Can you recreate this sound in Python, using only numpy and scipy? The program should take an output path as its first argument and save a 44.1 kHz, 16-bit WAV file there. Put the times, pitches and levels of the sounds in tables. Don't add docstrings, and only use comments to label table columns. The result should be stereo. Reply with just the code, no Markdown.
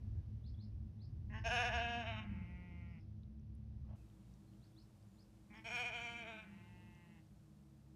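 import sys
import numpy as np
from scipy import signal
from scipy.fft import rfft, irfft, next_fast_len
from scipy.io import wavfile
from scipy.ndimage import uniform_filter1d

SR = 44100
rng = np.random.default_rng(int(sys.argv[2]) if len(sys.argv) > 2 else 0)


def output_pcm(signal):
    pcm = np.clip(np.atleast_2d(signal).T, -1, 1) * 32767
    wavfile.write(sys.argv[1], SR, np.round(pcm).astype(np.int16))


def ratio_of_db(decibels):
    return 10 ** (np.asarray(decibels, float) / 20)


N = 350903

CHANGE_S = 3.957
LAG_S = 4.203

# (frequency [Hz], density [dB per Hz])
AIR_STEREO = [(220, -32.5), (380, -4.5), (416, -8.5), (749, -14.5), (940, -19), (1430, -25.5), (1620, -25),
              (6010, -32), (7210, -43), (10000, -38.5), (14000, -45)]
AIR_STEREO_SIDE = [(220, -34.5), (380, -1), (477, -4), (546, -14), (749, -7), (1270, -21), (1670, -17),
                   (2700, -40.5), (6010, -41), (7210, -23.5), (14000, -48.5)]
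AIR_MONO = [(220, -25.5), (380, -7.5), (404, 1.5), (437, -1), (495, -0.5), (674, -3), (1870, -14.5),
            (8430, -19.5), (14100, -25.5), (15400, -35)]
# (time [s], level [dB])
HISS_SWELL = [(0, 3.5), (.4, 1), (0.901, 0), (2.501, 2.5), (3.4, -2), (3.9, 0.5), (4.2, 0.5), (5.401, 0.5),
              (6.8, 1), (7.96, -1.5)]
AIR_STEREO_DB, AIR_MONO_DB = -78, -77.5
# (time [s], gust level [dB])
WIND = [(0, -48.5), (.54, -46), (.62, -58.5), (.81, -46.5), (1.0, -62.5), (1.09, -46), (1.75, -50),
        (2.3, -53), (3.51, -59), (3.78, -53), (3.93, -50), (4.08, -61), (5.4, -64), (5.7, -61),
        (6.44, -66.5), (7.96, -71.5)]
LUMP_DB = 1.5
# (time [s], level [dB])
TRAFFIC = [(0, -60.5), (1.0, -63.5), (1.75, -59.5), (2.3, -59.5), (3.19, -66), (3.51, -63.5), (3.9, -64)]
MONO_TRAFFIC_DB = -5.5
# (frequency [Hz], density [dB per Hz])
GUST_STEREO = [(20, -35), (34, -6.5), (65, 4), (108, -0.5), (120, -0.5), (151, -15.5), (160, -12.5),
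               (210, -38), (350, -120)]
GUST_MONO = [(20, -35.5), (34, -14), (59, 10.5), (80, -8), (97, -3), (108, 11), (160, -6), (210, -31.5),
             (350, -120)]
DRONE_STEREO = [(76, -24.5), (130, -1), (178, -8.5), (221, -2.5), (258, -12), (450, -39), (580, -75.5),
                (990, -120)]
DRONE_MONO = [(76, -32.5), (130, -22), (200, 0.5), (242, -17), (318, -15.5), (450, -30.5), (580, -60.5),
              (990, -120)]
# (time [s], firing rate [Hz], first order level [dB], second order level [dB])
ENGINE = [
    (1.0, 84.7, -62, -80.5),
    (1.55, 76.26, -59.5, -67),
    (1.9, 76.8, -54.5, -72),
    (3.17, 74.96, -60, -63.5),
    (3.95, 67.25, -51.5, -61),
]
MONO_FIRST_DB, MONO_SECOND_DB, WAVER = -14, -3.5, 0.01528
# (frequency [Hz], width [Hz], stereo level [dB], mono level [dB])
HUM = [
    (104.88, 4.54, -56, -71),
    (211.5, 8.7, -64.5, -71),
    (319.8, 11.8, -75, -74.5),
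    (149.7, 4.2, -76, -85.5),
]

# (time [s], length [s], first pitch [Hz], last pitch [Hz],
# level [dB])
FAINT_NOTES = [
    (0.047, 0.17, 1695, 1645, -94.5),
    (0.541, .016, 3220, 3600, -79),
    (3.954, 0.069, 2900, 2432, -87),
    (4.43, .09, 4150, 4180, -93),
    (4.721, 0.019, 3250, 3600, -81),
    (4.0, .35, 3800, 3770, -97),
    (5.08, .12, 7150, 6900, -96),
]
NOTE_SWELL_DB = 6.5
# (time [s], level [dB], pitch factor [1])
CHIRPS = [
    (.438, -81, 0.99),
    (0.586, -79, 1),
    (.992, -80, 1),
    (4.614, -84, 1),
    (4.762, -80, 1.0),
    (5.167, -80.5, 1.0),
]
# (time [s], pitch [Hz], level [dB])
CHIRP_SHAPE = [(0, 3320, -4), (0.014, 3900, -1), (.027, 4350, 6), (0.038, 5110, 1.5), (.046, 4750, 3),
               (0.05, 4710, -12), (.057, 5400, -0.5), (.066, 5380, -4), (0.074, 5000, -9)]
THROB_HZ, THROB_DEPTH = 85, .6
# (time [s], level [dB])
ARCHES = [
    (1.369, -79),
    (2.882, -89),
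    (2.984, -89.5),
    (5.548, -81),
]
# (time [s], pitch [Hz], level [dB])
ARCH_SHAPE = [(0, 4360, -9), (.008, 4820, -1.5), (.018, 5600, -1), (.03, 5100, 1.5), (.04, 4230, -1)]

HILL_GAP_S, SLAP_S, SLAP_DB = 0.014, .2, -15

# (time [s], level [dB], mouth shift [0-1])
GRUNT = [
    (1.294, -76, 0.1),
    (1.305, -62, 0),
    (1.322, -61.5, 0),
    (1.337, -53, 0.27),
    (1.392, -55.5, 0.9),
    (1.403, -65.5, 0.7),
    (1.43, -71.5, .5),
]
# (time [s], level [dB], mouth shift [0-1])
LAMB = [
    (1.436, -61, .4),
    (1.449, -45.5, 0.4),
    (1.465, -38, 0.33),
    (1.6, -34.5, 0.4),
    (2.02, -43.5, 0.43),
    (2.09, -44, 0.81),
    (2.13, -48.5, 0.89),
    (2.197, -49, 0.99),
    (2.21, -56.5, 1),
    (2.25, -60.5, 0.86),
]
# (time [s], level [dB])
EWE = [
    (2.23, -59.5),
    (2.33, -57.5),
    (2.6, -58),
    (2.9, -60),
    (2.98, -62),
    (3.004, -67),
]
# (time [s], pitch [Hz])
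LAMB_PITCH = [(1.29, 206.3), (1.39, 224.3), (1.431, 212.9), (1.47, 235.8), (1.538, 246), (1.679, 243.9),
              (1.921, 236), (2.098, 230.2), (2.118, 220.1), (2.27, 214.9)]
EWE_PITCH = [(2.22, 173.4), (2.282, 171), (2.576, 178.5), (2.92, 171.6), (2.942, 168), (3.01, 155.4)]
# (time [s], half length [s], pitch drop [Hz], level drop [dB], added breath [0-1])
CATCHES = [(1.336, 0.0089, 13.5, -1, 0.47), (1.492, 0.022, 26.5, 3, 1), (1.572, .018, 14, -0.5, 0),
           (1.638, 0.014, 18.5, 3, 0), (1.712, .026, 30, 6.5, 0.5), (1.79, 0.024, 11.5, 1, 0.26),
           (1.979, 0.0246, -4.5, 0, 0.05), (2.048, 0.025, 18, 5.5, 0.62), (1.868, .015, 5, 0.5, 0),
           (2.164, .014, 6, 1.5, .3), (2.234, .03, 4, 0, .45)]
# (time [s], pitch [Hz], level [dB])
LOWING = [(1.3, 214.4, -56), (1.5, 239.9, -68.5), (2.0, 234.9, -57), (2.15, 219.4, -59), (2.3, 201.5, -51),
          (2.449, 189.6, -54.5)]
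MONO_LOWING_DB = -9.5
# (frequency [Hz], density [dB per Hz])
GRUNT_STEREO_THROAT = [(240, -47), (400, -7), (896, -4), (1100, -1), (1320, -23.5), (1670, 2), (1950, 4.5),
                       (2300, -12.5), (2700, -7), (4200, -54), (5460, -70), (9240, -120)]
GRUNT_STEREO_OPEN = [(240, -45.5), (400, -8), (896, 0), (1100, -3.5), (1320, -14.5), (1600, 5.5), (1950, 2),
                     (2300, -7), (2860, 4.5), (3350, -11.5), (4200, -40.5), (5460, -72), (9240, -120)]
GRUNT_MONO_THROAT = [(240, -40), (400, 0), (548, -20), (837, -2), (1470, -7.5), (1930, 2.5), (2420, 10),
                     (2650, -17), (3280, -20), (4200, -45), (5460, -54), (9240, -120)]
GRUNT_MONO_OPEN = [(240, -40), (400, -5), (548, -14), (837, 1), (1470, -8), (1930, 1), (2420, 4),
                   (2650, -4), (3280, -1), (4200, -37), (5460, -49), (9240, -120)]
LAMB_STEREO_WIDE = [(240, -48.5), (400, -21.5), (474, -4.5), (745, 1.5), (997, -18), (1210, -32),
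                    (1430, 1.5), (1630, 5), (1770, 0), (2160, -41.5), (2360, 3), (2510, 3.5), (3710, -18.5),
                    (4400, -32.5), (5720, -42.5), (9680, -120)]
LAMB_STEREO_NARROW = [(240, -36), (400, -6), (442, -14), (681, 1.5), (1110, -8), (1400, -4.5), (1730, -10),
                      (2200, -1.5), (2950, -0.5), (3100, 1), (3320, -22), (3790, -7), (4400, -52),
                      (5720, -85), (9680, -120)]
LAMB_SIDE = [(240, -39), (400, -5), (731, 0), (1180, -23), (1450, -7.5), (1740, 6), (1980, -16),
             (2120, -24), (2950, -7.5), (3800, -42), (4940, -73), (8360, -120)]
LAMB_MONO_WIDE = [(240, -37), (400, -25.5), (745, -7.5), (997, -11.5), (1210, -31), (1490, -4.5),
                  (1880, -12), (2160, 1), (2480, 8.5), (2750, -23), (3010, 2), (3460, -10.5), (4100, -54),
                  (4400, -17.5), (5720, -77), (9680, -120)]
LAMB_MONO_NARROW = [(240, -42), (400, -9), (674, 0.5), (1090, -14), (1530, -0.5), (1950, -17), (2430, 4.5),
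                    (2770, -9.5), (3070, -8.5), (3320, -15), (3790, -9), (4400, -43), (5720, -54),
                    (9680, -120)]
EWE_STEREO_THROAT = [(94, -38), (160, -3.5), (188, 5), (336, -20), (552, -23), (897, -22.5), (1080, -30),
                     (1440, -23.5), (1670, -38), (1990, -12), (2210, -13.5), (2930, -25.5), (4000, -60),
                     (5200, -90), (8800, -120)]
EWE_SIDE = [(94, -32), (160, 1), (322, 7), (545, -21), (1270, -21.5), (2120, 1), (2530, -18), (2970, -24),
            (4000, -58), (5200, -89), (8800, -120)]
EWE_MONO_THROAT = [(94, -23), (160, 0), (327, -4.5), (476, -26), (676, -20), (862, -9.5), (1330, -27.5),
                   (1880, -9), (2150, -7.5), (2330, -23), (2670, -8), (3400, -28), (4000, -27), (5200, -54),
                   (8800, -120)]
# (frequency [Hz], density [dB per Hz])
TOP_STEREO = [(2350, -44), (4000, -10), (4400, -9), (4800, -15), (5200, 0.5), (5550, 4), (5950, -14),
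              (6400, 4), (6800, -19), (7250, -12), (7800, -31.5), (9000, -26), (10100, -15.5), (12300, -36),
              (13000, -36.5)]
TOP_STEREO_LATE = [(2350, -46.5), (4000, -9), (4600, -16.5), (5150, -5.5), (5650, 3.5), (6050, -21),
                   (6500, 0.5), (6900, -21), (7900, -32.5), (8400, -17), (8900, -31), (10100, -24.5),
                   (12300, -40), (13000, -41)]
TOP_MONO = [(2350, -35), (4000, -6.5), (4960, -22), (5550, 2.5), (6090, -19), (6600, -2), (7310, -28),
            (7900, -9), (8490, -25), (9220, -18), (12000, -32.5), (13600, -24), (15000, -35)]
TOP_MONO_LATE = [(2350, -32), (4000, -5), (4960, -21), (5750, 1), (6200, -14), (6900, -4), (7400, -21),
                 (8000, -11.5), (8600, -23), (9220, -20), (12000, -38), (13600, -28), (15000, -38.5)]
TOP_SIDE = [(6300, -10.5), (7200, 8), (9000, -13.5), (12500, -19)]
TOP_TURNS_S, TOP_TURN_LENGTH_S = 1.57, .25
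TOP_PATCH_DB, LAMB_SHIMMER_DB, EWE_SHIMMER_DB = 1.9, 1.5, .9
VEIL_LIFTS_S, VEIL_LIFT_LENGTH_S, VEIL_DB_PER_BAND = 1.48, .04, 0.9
MONO_SQUEEZE = 0.78
CHEST_HZ, CHEST_KEEPS = 793, 0.96
SHUT_FROM, SHUT_LOSS_DB = .87, 16
BREATH_PER_DB, LAMB_BREATH, GRUNT_BREATH, EWE_BREATH = .006, .07, .42, .26

# (time [s], peak level [dB], pitch [Hz])
TICKS = [
    (3.234, -64.5, 3820),
    (3.5516, -69.5, 9800),
    (4.1, -67, 3130),
    (4.3395, -65, 5750),
    (4.5356, -69, 2940),
    (5.027, -68, 4880),
    (3.397, -73, 5810),
    (6.95, -67, 6097),
    (7.267, -72, 5700),
]
# (time [s], level [dB])
BRUSH = [
    (3.84, -87),
    (3.906, -71),
    (3.97, -72),
]


def one(x):
    return x / np.sqrt(np.mean(x ** 2) + 1e-20)


def columns(rows):
    s, *values = np.transpose(rows)
    start = max(0, round(s[0] * SR))
    t = np.arange(start, min(N, round(s[-1] * SR))) / SR
    fade = np.clip(np.minimum(t - s[0], s[-1] - t) / 0.0047, 0, 1)
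    return start, fade, [np.interp(t, s, v) for v in values]


def add(out, start, x):
    out[..., start:start + x.shape[-1]] += x[..., :N - start]


def colour(x, spectrum):
    size = next_fast_len(len(x) + 4096)
    hz, db = np.transpose(spectrum)
    log_f = np.log(np.maximum(np.fft.rfftfreq(size, 1 / SR), 1))
    knots_hz = np.r_[hz[0] / 2, hz, hz[-1] * 1.2]
    knots_db = np.r_[db[0] - 40, db, db[-1] - 40]
    log_gain = np.interp(log_f, np.log(knots_hz), knots_db) * np.log(10) / 20
    cepstrum = irfft(log_gain, size)
    cepstrum[1:size // 2] *= 2
    cepstrum[size // 2 + 1:] = 0
    return irfft(rfft(x, size) * np.exp(rfft(cepstrum)), size)[:len(x)]


def drift(rate, size):
    r = np.exp(-2 * np.pi * rate / SR)
    settle = SR // 3
    return one(signal.lfilter([1], [1, -2 * r, r * r], rng.standard_normal(size + settle))[settle:])


def air(spectrum, db):
    swell_db = np.interp(np.arange(N) / SR, *np.transpose(HISS_SWELL))
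    return ratio_of_db(db + swell_db) * one(colour(rng.standard_normal(N), spectrum))


def rumble(t0, t1, gust, drone, lag=0, drone_db=0):
    start, fade, _ = columns([(t0, 0), (t1, 0)])
    t = (start + np.arange(len(fade))) / SR
    gust_db = np.interp(t, *np.transpose(WIND)) + LUMP_DB * drift(4.4, len(t))
    traffic_db = np.interp(t - lag, *np.transpose(TRAFFIC)) + drone_db
    white, out = rng.standard_normal((2, len(fade))), np.zeros(N)
    wind = ratio_of_db(gust_db) * one(colour(white[0], gust))
    traffic = ratio_of_db(traffic_db) * one(colour(white[1], drone))
    add(out, start, fade * (wind + traffic))
    return out


def hums():
    stereo, out = np.clip((CHANGE_S - np.arange(N) / SR) / 0.018, 0, 1), np.zeros(N)
    for hz, width_hz, stereo_db, mono_db in HUM:
        sos = signal.butter(2, [hz - width_hz / 2, hz + width_hz / 2], "band", fs=SR, output="sos")
        hum = one(signal.sosfilt(sos, rng.standard_normal(N + SR))[SR:])
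        out += hum * ratio_of_db(stereo * stereo_db + (1 - stereo) * mono_db)
    return out


def glide(rows, flutter_db, throb=0):
    start, fade, (hz, db) = columns(rows)
    phase = 2 * np.pi * np.cumsum(uniform_filter1d(hz, 100)) / SR
    t = np.arange(len(hz)) / SR
    fade = fade * (1 + throb * np.cos(2 * np.pi * THROB_HZ * (t - .004)))
    out = np.zeros(N)
    add(out, start, np.sqrt(2) * ratio_of_db(db + flutter_db * drift(40, len(hz))) * fade * np.sin(phase))
    return out


def birds():
    chirps = [np.array(CHIRP_SHAPE) * [1, factor, 1] + [s, 0, db] for s, db, factor in CHIRPS]
    chirps += [np.array(ARCH_SHAPE) + [s, 0, db] for s, db in ARCHES]
    song = sum(glide(rows, flutter_db=3.0, throb=THROB_DEPTH) for rows in chirps)
    for s, length, hz, end_hz, db in FAINT_NOTES:
        rows = [(s, hz, db - NOTE_SWELL_DB),
                (s + length / 2, (hz + end_hz) / 2, db),
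                (s + length, end_hz, db - NOTE_SWELL_DB)]
        song += glide(rows, flutter_db=6.0)
    return song


def hillside(x, t60, cut_hz, slap_db):
    t = np.arange(round(.6 * SR)) / SR
    slope = ratio_of_db(-60 * t / t60) * (t > HILL_GAP_S)
    bank = ratio_of_db(slap_db - 60 * (t - SLAP_S) / 0.58) * (t > SLAP_S)
    tail = rng.standard_normal((2, len(t))) * (slope + bank)
    tail = signal.sosfilt(signal.butter(2, [950, cut_hz], "band", fs=SR, output="sos"), tail)
    tail = tail / np.sqrt(np.sum(tail ** 2, axis=1, keepdims=True))
    return signal.fftconvolve(x[None], tail, axes=1)[:, :N]


def engine():
    out = np.zeros(N)
    for rows in ENGINE, np.array(ENGINE[1:]) + [LAG_S, 0, MONO_FIRST_DB, MONO_SECOND_DB]:
        start, fade, (hz, first_db, second_db) = columns(rows)
        phase = 2 * np.pi * np.cumsum(hz * (1 + WAVER * drift(3.0, len(hz)))) / SR
        orders = ratio_of_db(first_db) * np.sin(phase) + ratio_of_db(second_db) * np.sin(2 * phase)
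        add(out, start, np.sqrt(2) * fade * orders)
    return out


def effort(rows, breath, top_db, top_db_per_s, lag=0, gain_db=0):
    s, db, *mouth = np.transpose(rows)
    below_db = db.max() - db
    heard_db = db.max() + gain_db - below_db * (MONO_SQUEEZE if lag else 1)
    return np.transpose([s + lag, heard_db, top_db + top_db_per_s * (s - s[0]), breath + BREATH_PER_DB * below_db,
                         mouth[0] if mouth else 0 * s])


def larynx(t, pitch, catches):
    hz, loss_db, breath = np.interp(t, *np.transpose(pitch)), 0, 0
    for s, half_s, drop_hz, drop_db, puff in catches:
        dip = np.cos(np.pi / 2 * np.clip((t - s) / (half_s * 1.4), -1, 1)) ** 2
        hz = hz - drop_hz * dip
        loss_db = loss_db + drop_db * dip
        breath = breath + puff * dip
    return hz, loss_db, breath


def glottis(hz, shimmer_db):
    size = len(hz)
    jitter = .003 * drift(70, size) + .002 * shimmer_db * drift(14, size)
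    phase = 2 * np.pi * np.cumsum(uniform_filter1d(hz, 200) * (1 + jitter)) / SR
    shimmer = [ratio_of_db(shimmer_db * drift(12, size)) for _ in range(8)]
    pulses = one(sum(shimmer[k // 2 % 8] * np.cos(k * phase) for k in range(1, 61)))
    puffs = one(rng.standard_normal(size) * (1 + np.cos(phase)) ** 2)
    return pulses, puffs


def patchy(x, depth_db, veil_db):
    edges = 3200 * 2 ** (np.arange(8) / 3)
    out = 0
    for k, band in enumerate(zip(edges, edges[1:])):
        part = signal.sosfilt(signal.butter(2, band, "band", fs=SR, output="sos"), x)
        gain = ratio_of_db(depth_db * drift(8.9, len(x)) - k * veil_db)
        out = out + (-1) ** k * gain * part
    return out


def bleat(rows, pitch, catches, wide, narrow, top, side, side_db, lag=0, shimmer_db=LAMB_SHIMMER_DB):
    start, fade, (db, top_db, breath, shift) = columns(rows)
    t = (start + np.arange(len(db))) / SR - lag
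    hz, loss_db, puff = larynx(t, pitch, catches)
    pulses, puffs = glottis(hz, shimmer_db)
    chest = signal.sosfilt(signal.butter(4, CHEST_HZ, fs=SR, output="sos"), pulses)
    shut = np.clip((shift - SHUT_FROM) / (1 - SHUT_FROM), 0, 1)
    chest_db = CHEST_KEEPS * loss_db - SHUT_LOSS_DB * shut
    breath, shift = np.clip(breath + puff, 0, 1), np.clip(shift, 0, 1)
    source = np.sqrt(1 - breath ** 2) * pulses + breath * puffs
    source = signal.sosfilt(signal.butter(4, CHEST_HZ, "high", fs=SR, output="sos"), source)
    source = source + ratio_of_db(chest_db) * chest
    mid = (1 - shift) * one(colour(source, wide)) + shift * one(colour(source, narrow))
    rasp = .85 * source + .5 * puffs
    top_gain = ratio_of_db(top_db - 0.25 * loss_db + 1.0 * drift(22, len(hz)))
    turn = np.clip((t - TOP_TURNS_S) / TOP_TURN_LENGTH_S, 0, 1)
    veil_db = VEIL_DB_PER_BAND * np.clip(1 - (t - VEIL_LIFTS_S) / VEIL_LIFT_LENGTH_S, 0, 1)
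    bright = (1 - turn) * one(colour(rasp, top[0])) + turn * one(colour(rasp, top[1]))
    mid += top_gain * patchy(bright, TOP_PATCH_DB, veil_db)
    off_axis = -ratio_of_db(side_db) * one(colour(source, side))
    off_axis += ratio_of_db(-7.5) * top_gain * one(colour(np.roll(rasp, 9), TOP_SIDE))
    out = np.zeros((2, N))
    add(out, start, np.array([mid, off_axis]) * ratio_of_db(db - loss_db) * fade)
    return out


def flock():
    top_stereo, top_mono = (TOP_STEREO, TOP_STEREO_LATE), (TOP_MONO, TOP_MONO_LATE)
    lamb = bleat(effort(GRUNT, GRUNT_BREATH, top_db=-34.0, top_db_per_s=93), LAMB_PITCH, CATCHES,
                 GRUNT_STEREO_THROAT, GRUNT_STEREO_OPEN, top_stereo, LAMB_SIDE, side_db=-13.5)
    lamb += bleat(effort(LAMB, LAMB_BREATH, top_db=-20.5, top_db_per_s=-17.5), LAMB_PITCH, CATCHES,
                  LAMB_STEREO_WIDE, LAMB_STEREO_NARROW, top_stereo, LAMB_SIDE, side_db=-12.5)
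    lamb += bleat(effort(GRUNT, GRUNT_BREATH, top_db=-28, top_db_per_s=68, lag=LAG_S, gain_db=-6.0),
                  LAMB_PITCH, CATCHES, GRUNT_MONO_THROAT, GRUNT_MONO_OPEN, top_mono, LAMB_SIDE, -20, LAG_S)
    lamb += bleat(effort(LAMB, LAMB_BREATH, top_db=-18.5, top_db_per_s=-13.0, lag=LAG_S, gain_db=-8.0),
                  LAMB_PITCH, CATCHES, LAMB_MONO_WIDE, LAMB_MONO_NARROW, top_mono, LAMB_SIDE, -20, LAG_S)
    ewe = bleat(effort(EWE, EWE_BREATH, top_db=-54, top_db_per_s=17), EWE_PITCH, [], EWE_STEREO_THROAT,
                EWE_STEREO_THROAT, top_stereo, EWE_SIDE, side_db=-16.0, shimmer_db=EWE_SHIMMER_DB)
    ewe += bleat(effort(EWE, EWE_BREATH, top_db=-41, top_db_per_s=4, lag=LAG_S, gain_db=-9.5), EWE_PITCH, [],
                 EWE_MONO_THROAT, EWE_MONO_THROAT, top_mono, EWE_SIDE, -20, LAG_S, EWE_SHIMMER_DB)
    lamb_echo = ratio_of_db(np.array([[-17], [-22]])) * hillside(lamb[0], t60=.3, cut_hz=2300, slap_db=SLAP_DB)
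    ewe_echo = ratio_of_db(-19) * hillside(ewe[0], t60=.15, cut_hz=3000, slap_db=-60)
    return lamb + lamb_echo + ewe + ewe_echo


def lowing():
    mono = np.array(LOWING) + [LAG_S, 0, MONO_LOWING_DB]
    return glide(LOWING, flutter_db=2.5) + glide(mono, flutter_db=2.5)


def ticks():
    out, t = np.zeros(N), np.arange(400) / SR
    for s, db, hz in TICKS:
        add(out, round(s * SR), ratio_of_db(db) * np.exp(-t / 0.0012) * np.sin(2 * np.pi * hz * t))
    return out


def brush():
    start, fade, (db,) = columns(BRUSH)
    out = np.zeros(N)
    scratch = rng.standard_normal(len(db)) * ratio_of_db(3.2 * drift(80, len(db)))
    contact = [(500, 0.5), (750, 3.0), (1100, -3), (1600, -15), (3300, -17.0)]   # (frequency [Hz], density [dB per Hz])
    add(out, start, ratio_of_db(db) * fade * one(colour(scratch, contact)))
    return out


def scene():
    stereo = np.clip((CHANGE_S - np.arange(N) / SR) / 0.0044, 0, 1)
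    hiss = stereo * air(AIR_STEREO, AIR_STEREO_DB) + (1 - stereo) * air(AIR_MONO, AIR_MONO_DB)
    low = rumble(0, CHANGE_S, GUST_STEREO, DRONE_STEREO)
    low += rumble(CHANGE_S, N / SR, GUST_MONO, DRONE_MONO, LAG_S, MONO_TRAFFIC_DB)
    low += hums() + engine() + lowing()
    song, sheep = birds(), flock()
    echo_gain = stereo * ratio_of_db(-7) + (1 - stereo) * ratio_of_db(-11)
    song_echo = hillside(song, t60=.24, cut_hz=7000, slap_db=-60)[0] * echo_gain
    mid = sheep[0] + song + song_echo + ticks() + brush() + low + hiss
    own_wind = ratio_of_db(-26.0) * rumble(0, CHANGE_S, GUST_STEREO, DRONE_STEREO)
    own_wind += ratio_of_db(-66.5) * one(colour(rng.standard_normal(N), DRONE_STEREO))
    low_side = own_wind - ratio_of_db(-17.5) * low
    side = stereo * (sheep[1] + low_side + ratio_of_db(-10) * brush() + air(AIR_STEREO_SIDE, AIR_STEREO_DB - 3.0))
    return np.array([mid + side, mid - side])


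def band_limit(x):
    return signal.sosfilt(signal.butter(12, 15570, fs=SR, output="sos"), x)


def record(dry):
    return band_limit(dry)


dry = scene()
out = record(dry)
output_pcm(out)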